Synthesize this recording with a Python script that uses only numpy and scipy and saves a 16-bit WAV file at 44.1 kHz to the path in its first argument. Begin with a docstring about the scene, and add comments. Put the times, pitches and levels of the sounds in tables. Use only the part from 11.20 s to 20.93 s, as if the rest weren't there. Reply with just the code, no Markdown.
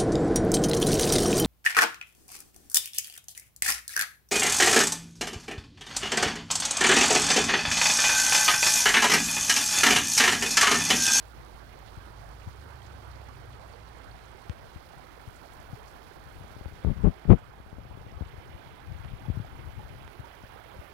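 """Shallow creek from the bank

A creek ripples past reeds: a wash of far ripples, ringing bubbles, breaking wavelets and fine spray.
It is heard through a hand-held camera whose half-covered left port muffles the water. Fingers knock,
rub and creak on the case, and a few puffs of wind thud on the left port. Over faint air and hiss lies
a distant engine drone: one revving tone, with a set of low harmonics that swells once."""
import sys
import numpy as np
from scipy import signal
from scipy.fft import rfft, irfft, next_fast_len
from scipy.io import wavfile
from scipy.ndimage import uniform_filter1d

SR = 44100
rng = np.random.default_rng(int(sys.argv[2]) if len(sys.argv) > 2 else 0)


def dump_mix(stems):
    """Bounce the given channels to the path in sys.argv[1] as a 16-bit WAV at rate SR."""
    frames = np.atleast_2d(stems).T  # one column per channel
    limited = np.clip(frames, -1, 1)  # hard clip at full scale
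    pcm = np.round(limited * 32767).astype(np.int16)
    wavfile.write(sys.argv[1], SR, pcm)


N = 429093
TIME = np.arange(N) / SR


def from_db(db):
    """Decibels to gain."""
    return 10 ** (np.asarray(db) / 20)


def rms_one(x):
    """Scale to unit power."""
    return x / np.sqrt(np.mean(x ** 2) + 1e-20)


def in_time(rows):
    """Each column of a curve at every sample."""
    times, *columns = np.transpose(rows)
    return [np.interp(TIME, times, column) for column in columns]


def cut(x, hz, kind, order=2):
    """Butterworth filter."""
    sos = signal.butter(order, np.clip(hz, 10, .45 * SR), kind, fs=SR, output="sos")
    return signal.sosfilt(sos, x)


def drift(rate_hz, hop=40):
    """Smooth random wander with a spread of 1."""
    pole = np.exp(-2 * np.pi * hop * rate_hz / SR)
    white = rng.standard_normal(N // hop + 2002)
    slow = signal.lfilter([1], [1, -2 * pole, pole * pole], white)[2000:]
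    return np.interp(np.arange(N) / hop, np.arange(len(slow)), rms_one(slow))


def coloured(x, spectrum):
    """EQ a sound with a curve drawn on a log-frequency axis."""
    size = next_fast_len(N)
    hz = np.maximum(np.fft.rfftfreq(size, 1 / SR), 1)
    curve_hz, curve_db = np.transpose(spectrum)
    gain = from_db(np.interp(np.log(hz), np.log(curve_hz), curve_db))
    return irfft(rfft(x, size) * gain, size)[:N]


def swells(rows, rise_db_per_s, fall_db_per_s, rest_db=-120):
    """Level in dB of events that rise, hold and fall back to a resting level."""
    levels = [db - rise_db_per_s * np.maximum(s - TIME, 0)
              - fall_db_per_s * np.maximum(TIME - s - hold_s, 0) for s, hold_s, db in rows]
    return np.maximum(np.max(levels, axis=0), rest_db)


def air(hiss_db=-73, stir_db=-58):
    """Microphone hiss and the low stir of open air, separate at each port."""
    # microphone self-noise: f/Hz, relative level/dB
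    hiss_colour = [(1000, 12), (5000, 4), (8000, -0.5), (11000, 1), (13000, 6), (15500, -4.5)]
    hiss = np.array([rms_one(coloured(white, hiss_colour)) for white in rng.standard_normal((2, N))])
    stir = rms_one(cut(rng.standard_normal((2, N)), [18, 125], "band"))
    return from_db(hiss_db) * hiss + from_db(stir_db) * stir


def engine_speed(idle_hz=52.2, rise_s=0.196, settle_s=0.98):
    """Firing rate in Hz: each rev climbs quickly and sinks slowly towards idle."""
    # tops of the revs: t/s, firing rate/Hz
    revs = [(0, 56.73), (1.42, 72.5)]
    above_idle = [(hz - idle_hz) * np.clip(1 + (TIME - s) / rise_s, 0, 1)
                  * np.exp(-np.maximum(TIME - s, 0) / settle_s) for s, hz in revs]
    return idle_hz + np.max(above_idle, axis=0)


def engine_drone(base_top_hz=24.75, swell_db_per_octave=30, waver=0.025, flutter_db=1.7, left_db=-5):
    """Only the low end carries from afar: a revving tone, harmonics that swell once, a dull roar."""
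    # the revving tone carries clearly, then fades to a trace: t/s, hold/s, level/dB
    clear_spell = [(0, 2.7, -49.8)]
    # the low harmonics swell once, rising in pitch as they get louder: t/s, hold/s, level/dB
    harmonic_swell = [(1.0, 1.2, -54)]
    # their balance: order, relative level/dB
    harmonics = [(3, -5.5), (4, -0.5), (5, -1), (6, -17)]
    tone_db = swells(clear_spell, rise_db_per_s=18, fall_db_per_s=11, rest_db=-58)
    swell_db = swells(harmonic_swell, rise_db_per_s=18, fall_db_per_s=11)
    base_hz = base_top_hz * 2 ** ((swell_db - swell_db.max()) / swell_db_per_octave)
    firing_phase = 2 * np.pi * np.cumsum(engine_speed() * (1 + waver * drift(15.0))) / SR
    base_phase = 2 * np.pi * np.cumsum(base_hz * (1 + waver * drift(10.1))) / SR
    drone = from_db(tone_db + flutter_db * drift(2.6)) * np.sin(firing_phase)
    for order, level_db in harmonics:
        drone += from_db(swell_db + level_db + 0.95 * drift(4)) * np.sin(round(order) * base_phase)
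    roar = rms_one(cut(rng.standard_normal((2, N)), [45, 135], "band", order=3))
    return (np.sqrt(2) * drone + from_db(tone_db - 6) * roar) * from_db([[left_db], [0]])


def wind(steepening=0.37, right_db=-44):
    """Large eddies thud on the left port; small ones grow faster with the strength of the puff."""
    # puffs, timed where they reach their top: t/s, hold/s, strength/dB
    puffs = [(5.665, .05, -19.5), (5.765, 0.048, -32.5), (5.845, .035, -12.5), (6.102, 0.028, -5.5)]
    # eddy bands, large to small, at a strength of 0 dB: f/Hz, level/dB
    eddies = [(48, -2), (115, -1), (270, -4), (640, -11), (1500, -21.5), (3400, -55)]
    strength_db = swells(puffs, rise_db_per_s=950, fall_db_per_s=718)
    pressure = 0
    for hz, level_db in eddies:
        growth = 1 + steepening * max(np.log2(hz / 100), 0)  # dB gained per dB of strength
        eddy = cut(rng.standard_normal(N), [hz / 1.65, hz * 1.65], "band", order=3)
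        eddy /= np.sqrt(uniform_filter1d(eddy ** 2, SR // 50) + 1e-12)  # the puff alone sets the level
        pressure += eddy * from_db(level_db + growth * strength_db)
    return pressure * from_db([[0], [right_db]])


def grip(lumpy_db=4.0, right_db=-17):
    """Skin shifting on the case rumbles unevenly, mostly on the covered side."""
    # finger rubs: t/s, hold/s, level/dB
    rubs = [(5.15, .4, -45.5), (6.6, 0.85, -46), (7.8, 0.58, -38), (8.45, 0.21, -36.5)]
    # colour of the hand's rumble: f/Hz, relative level/dB
    rumble_colour = [(25, -3), (50, 2), (90, 1.5), (130, -1), (200, -15), (400, -29.5), (900, -35.5)]
    level_db = swells(rubs, rise_db_per_s=53, fall_db_per_s=56, rest_db=-53)
    rumble = np.array([coloured(white, rumble_colour) for white in rng.standard_normal((2, N))])
    rumble = cut(cut(rumble, 900, "low"), 50, "high", order=1)
    rumble = rms_one(rumble * from_db(lumpy_db * drift(16)))
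    return from_db(level_db) * rumble * from_db([[0], [right_db]])


def slips(per_s=18, peak_db=-35, spread_db=4.5, ring_hz=62, sharp_hz=870):
    """Skin sticks and slips at uneven intervals; each slip is a small, sharp knock."""
    # the case creaks under a tightening grip: start/s, end/s
    creaks = [(5.2, 5.56), (6.36, 6.97)]
    rows = []
    for start, end in creaks:
        for k, (late, size, edge) in enumerate(rng.standard_normal((30, 3))):
            s = start + (k + late / 4) / per_s
            if s < end:
                rows.append((s, peak_db + spread_db * size, ring_hz, sharp_hz * 2 ** (edge / 2)))
    return rows


def knocks(ring_t60_s=0.051, port_hz=45, right_db=-21):
    """A finger's push is a pressure step that sets the case ringing low; sharp contacts click."""
    # finger knocks on the left side: t/s, peak/dB, ring/Hz, contact sharpness/Hz
    contacts = [(0.771, -31.5, 101, 120), (1.272, -26, 91, 165), (3.296, -21.5, 77.4, 194),
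                (3.559, -31, 71, 220), (4.074, -30.5, 100, 120), (4.53, -26.5, 117, 220),
                (5.458, -25, 60, 159), (5.648, -12.5, 79.6, 850), (6.053, -27, 150, 714),
                (6.584, -28.5, 59, 850), (7.009, -21.5, 81.6, 306), (7.022, -23, 60, 850),
                (8.083, -20.5, 121, 220), (8.1, -15.5, 65, 277), (8.171, -19, 113, 169),
                (8.199, -20, 110, 166), (8.994, -28, 101, 120), (9.237, -34, 99, 850),
                (9.588, -31.5, 60, 120)]
    out, age = np.zeros(N + SR), np.arange(SR // 8) / SR
    for s, peak_db, ring_hz, sharp_hz in list(contacts) + slips():
        ring = np.cos(2 * np.pi * ring_hz * age) * np.exp(-np.log(1000) * age / ring_t60_s)
        thump = cut(cut(ring, sharp_hz, "low"), port_hz, "high")
        out[round(s * SR):][:len(age)] += from_db(peak_db) * thump / np.abs(thump).max()
    return out[:N] * from_db([[0], [right_db]])


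def ticks(low_hz=250, left_db=-12):
    """The plastic shell gives tiny, dry snaps."""
    # snaps on the open side: t/s, peak/dB, brightness/Hz
    snaps = [(3.2966, -23.5, 3100), (5.4576, -29, 600), (7.848, -28, 1470), (8.8783, -28, 1560)]
    out = np.zeros(N)
    for s, peak_db, bright_hz in snaps:
        snap = cut(signal.unit_impulse(SR // 100), bright_hz, "low")
        snap = cut(snap, low_hz, "high", order=1)
        out[round(s * SR):][:len(snap)] += from_db(peak_db) * snap / snap.max()
    return out * from_db([[left_db], [0]])


def near_gurgles(cycles=75, rise=.5):
    """Single bubbles ring close by, creeping up in pitch as they die away."""
    # near bubbles: t/s, peak/dB, f/Hz
    gurgles = [(.394, -49, 4220), (1.619, -43, 3200), (2.435, -41, 666), (2.536, -45, 4480),
               (2.914, -43, 4440), (4.57, -42, 427), (4.597, -48, 3130), (8.054, -38, 847),
               (8.593, -35.5, 840), (9.042, -38, 936)]
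    out, age = np.zeros(N + SR), np.arange(SR // 10) / SR
    for s, peak_db, hz in gurgles:
        tone = np.sin(2 * np.pi * hz * age * (1 + rise * age / 2))
        decay = np.exp(-np.log(1000) * age * hz / cycles)
        out[round(s * SR):][:len(age)] += from_db(peak_db) * tone * decay
    return out[:N]


def faint_wavelets(per_s=1.1, low_hz=800, high_hz=8000, level_db=-50.5, db_per_octave=-4.5):
    """Faint wavelets break at random times; the small, bright ones are the weakest."""
    when, size = rng.random((40, 2))[:int(per_s * N / SR)].T
    hz = low_hz * (high_hz / low_hz) ** size
    return list(zip(when * N / SR, level_db + db_per_octave * np.log2(hz / low_hz), hz))


def splashes(rise_s=.006, width=1.3):
    """Each wavelet that breaks close by is a short burst of fizz."""
    # the clearest wavelets: t/s, level/dB, centre/Hz
    clear_wavelets = [(0.674, -53, 3270), (1.66, -55, 5030), (2.083, -45, 1100), (4.155, -57.5, 7500),
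                      (4.329, -59, 8800), (4.674, -56, 5760)]
    out, age = np.zeros(N + SR), np.arange(SR // 10) / SR
    swell = age / rise_s * np.exp(1 - age / rise_s)
    fizz = rng.standard_normal((50, len(age)))
    for (s, level_db, hz), white in zip(list(clear_wavelets) + faint_wavelets(), fizz):
        burst = rms_one(cut(white, [hz / width, hz * width], "band"))
        out[round(s * SR):][:len(age)] += from_db(level_db) * burst * swell
    return out[:N]


def churn(spectrum, patchy_db, shared_db, rate_hz):
    """Half-octave bands of noise that each swell on their own and a little together; rms 1."""
    edges = np.geomspace(60, 17000, 18)
    out, white = 0, rng.standard_normal((2, N))
    for k, band in enumerate(zip(edges, edges[1:])):
        out += cut(white[k % 2], band, "band") * from_db(patchy_db * drift(rate_hz))
    return rms_one(coloured(out, spectrum) * from_db(shared_db * drift(rate_hz / 2)))


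def bubbles(per_s, low_hz, high_hz, cycles, spread_db, rise):
    """Each bubble rings for some cycles and rises in pitch as it nears the surface; rms 1."""
    out = np.zeros(N + SR)
    for when, size, strength in rng.random((3000, 3))[:int(per_s * N / SR)]:
        hz = low_hz * (high_hz / low_hz) ** size
        life = np.linspace(0, 1, int(cycles * SR / hz))
        ring = np.sin(2 * np.pi * cycles * life * (1 + rise * life / 2)) * np.exp(-np.log(1000) * life)
        out[int(when * N):][:len(life)] += ring * from_db(spread_db * min(-np.log(strength), 4))
    return rms_one(out[:N])


def wash():
    """Countless far ripples merge into a wash with low gurgles in it."""
    # colour of the wash: f/Hz, relative level/dB
    wash_colour = [(100, -8.5), (300, -2), (550, -3), (800, 0.5), (1100, -3), (1550, -4), (2000, -12.5),
                   (3000, -34), (6000, -52)]
    bed = churn(wash_colour, patchy_db=1.96, shared_db=0.5, rate_hz=17)
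    gurgles = bubbles(per_s=130, low_hz=330, high_hz=1800, cycles=34, spread_db=3.6, rise=.08)
    return from_db(7) * bed + from_db(-2) * gurgles


def ripples():
    """Nearer ripples are brighter and quicker, dotted with droplets."""
    # colour of the ripples: f/Hz, relative level/dB
    ripple_colour = [(1000, -22.5), (2100, 2.5), (2700, -2), (3300, -2), (4500, -17.5), (7000, -39)]
    bed = churn(ripple_colour, patchy_db=2.0, shared_db=0.96, rate_hz=43)
    droplets = bubbles(per_s=90, low_hz=1900, high_hz=5500, cycles=30, spread_db=3.4, rise=.08)
    return from_db(4) * bed + from_db(-9) * droplets


def spray():
    """Fine spray hisses and tiny bubbles fizz; the top treble slowly dips and lifts."""
    # colour of the spray: f/Hz, relative level/dB
    spray_colour = [(2500, -5), (4300, 4), (5600, -2), (7500, -8.5), (9500, -5.5), (12000, -7),
                    (15500, -10.5)]
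    # shelf that picks out the top treble: f/Hz, gain/dB
    top_band = [(9000, -27), (10300, 0)]
    # level ride on that shelf: t/s, gain/dB
    top_ride = [(0, -0.5), (2.6, -5.5), (4.2, 0.5), (6.4, 0), (9.73, 4)]
    hiss = churn(spray_colour, patchy_db=1.1, shared_db=1.4, rate_hz=97)
    fizz = bubbles(per_s=220, low_hz=4500, high_hz=14500, cycles=14, spread_db=3.6, rise=.1)
    top_db, = in_time(top_ride)
    hiss += (from_db(top_db) - 1) * coloured(hiss, top_band)
    return from_db(8.5) * hiss + from_db(-1.5) * fizz


def water():
    """Running water: wash, ripples and spray in a slowly shifting balance."""
    # faders of the flow: t/s, wash gain/dB, ripple gain/dB, spray gain/dB
    flow = [(0.0, -56.5, -64, -68), (1.08, -55.5, -63, -67.5), (5.36, -55.5, -62, -68.5),
            (5.94, -55, -60.5, -71.5), (6.42, -58.5, -66, -74.5), (7.26, -56, -60.5, -72),
            (9.73, -54.5, -60, -70.5)]
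    wash_db, ripple_db, spray_db = in_time(flow)
    return from_db(wash_db) * wash() + from_db(ripple_db) * ripples() + from_db(spray_db) * spray()


def creek(shared_db=-8, lag_s=0.000528):
    """The creek is wide, so the ports hear mostly different ripples; the left hears them muffled."""
    # muffling at the half-covered port: f/Hz, gain/dB
    covered = [(100, -21.5), (200, -16), (380, -16), (700, -19), (1300, -22), (2400, -18), (4400, -20),
               (8000, -39), (15000, -1)]
    right = water() + near_gurgles() + splashes()
    left = water() + from_db(shared_db) * np.interp(TIME - lag_s, TIME, right)
    return np.array([coloured(left, covered), right])


def scene():
    """Water and a distant engine drone ahead, hand and wind on the case."""
    return creek() + engine_drone() + knocks() + ticks() + grip() + wind() + air()


def record(dry):
    """Peaks are rounded off at full scale; a steep low-pass cuts the very top."""
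    return signal.sosfilt(signal.ellip(10, .1, 70, 15850, fs=SR, output="sos"), np.tanh(dry))


dry = scene()
out = record(dry)
dump_mix(out)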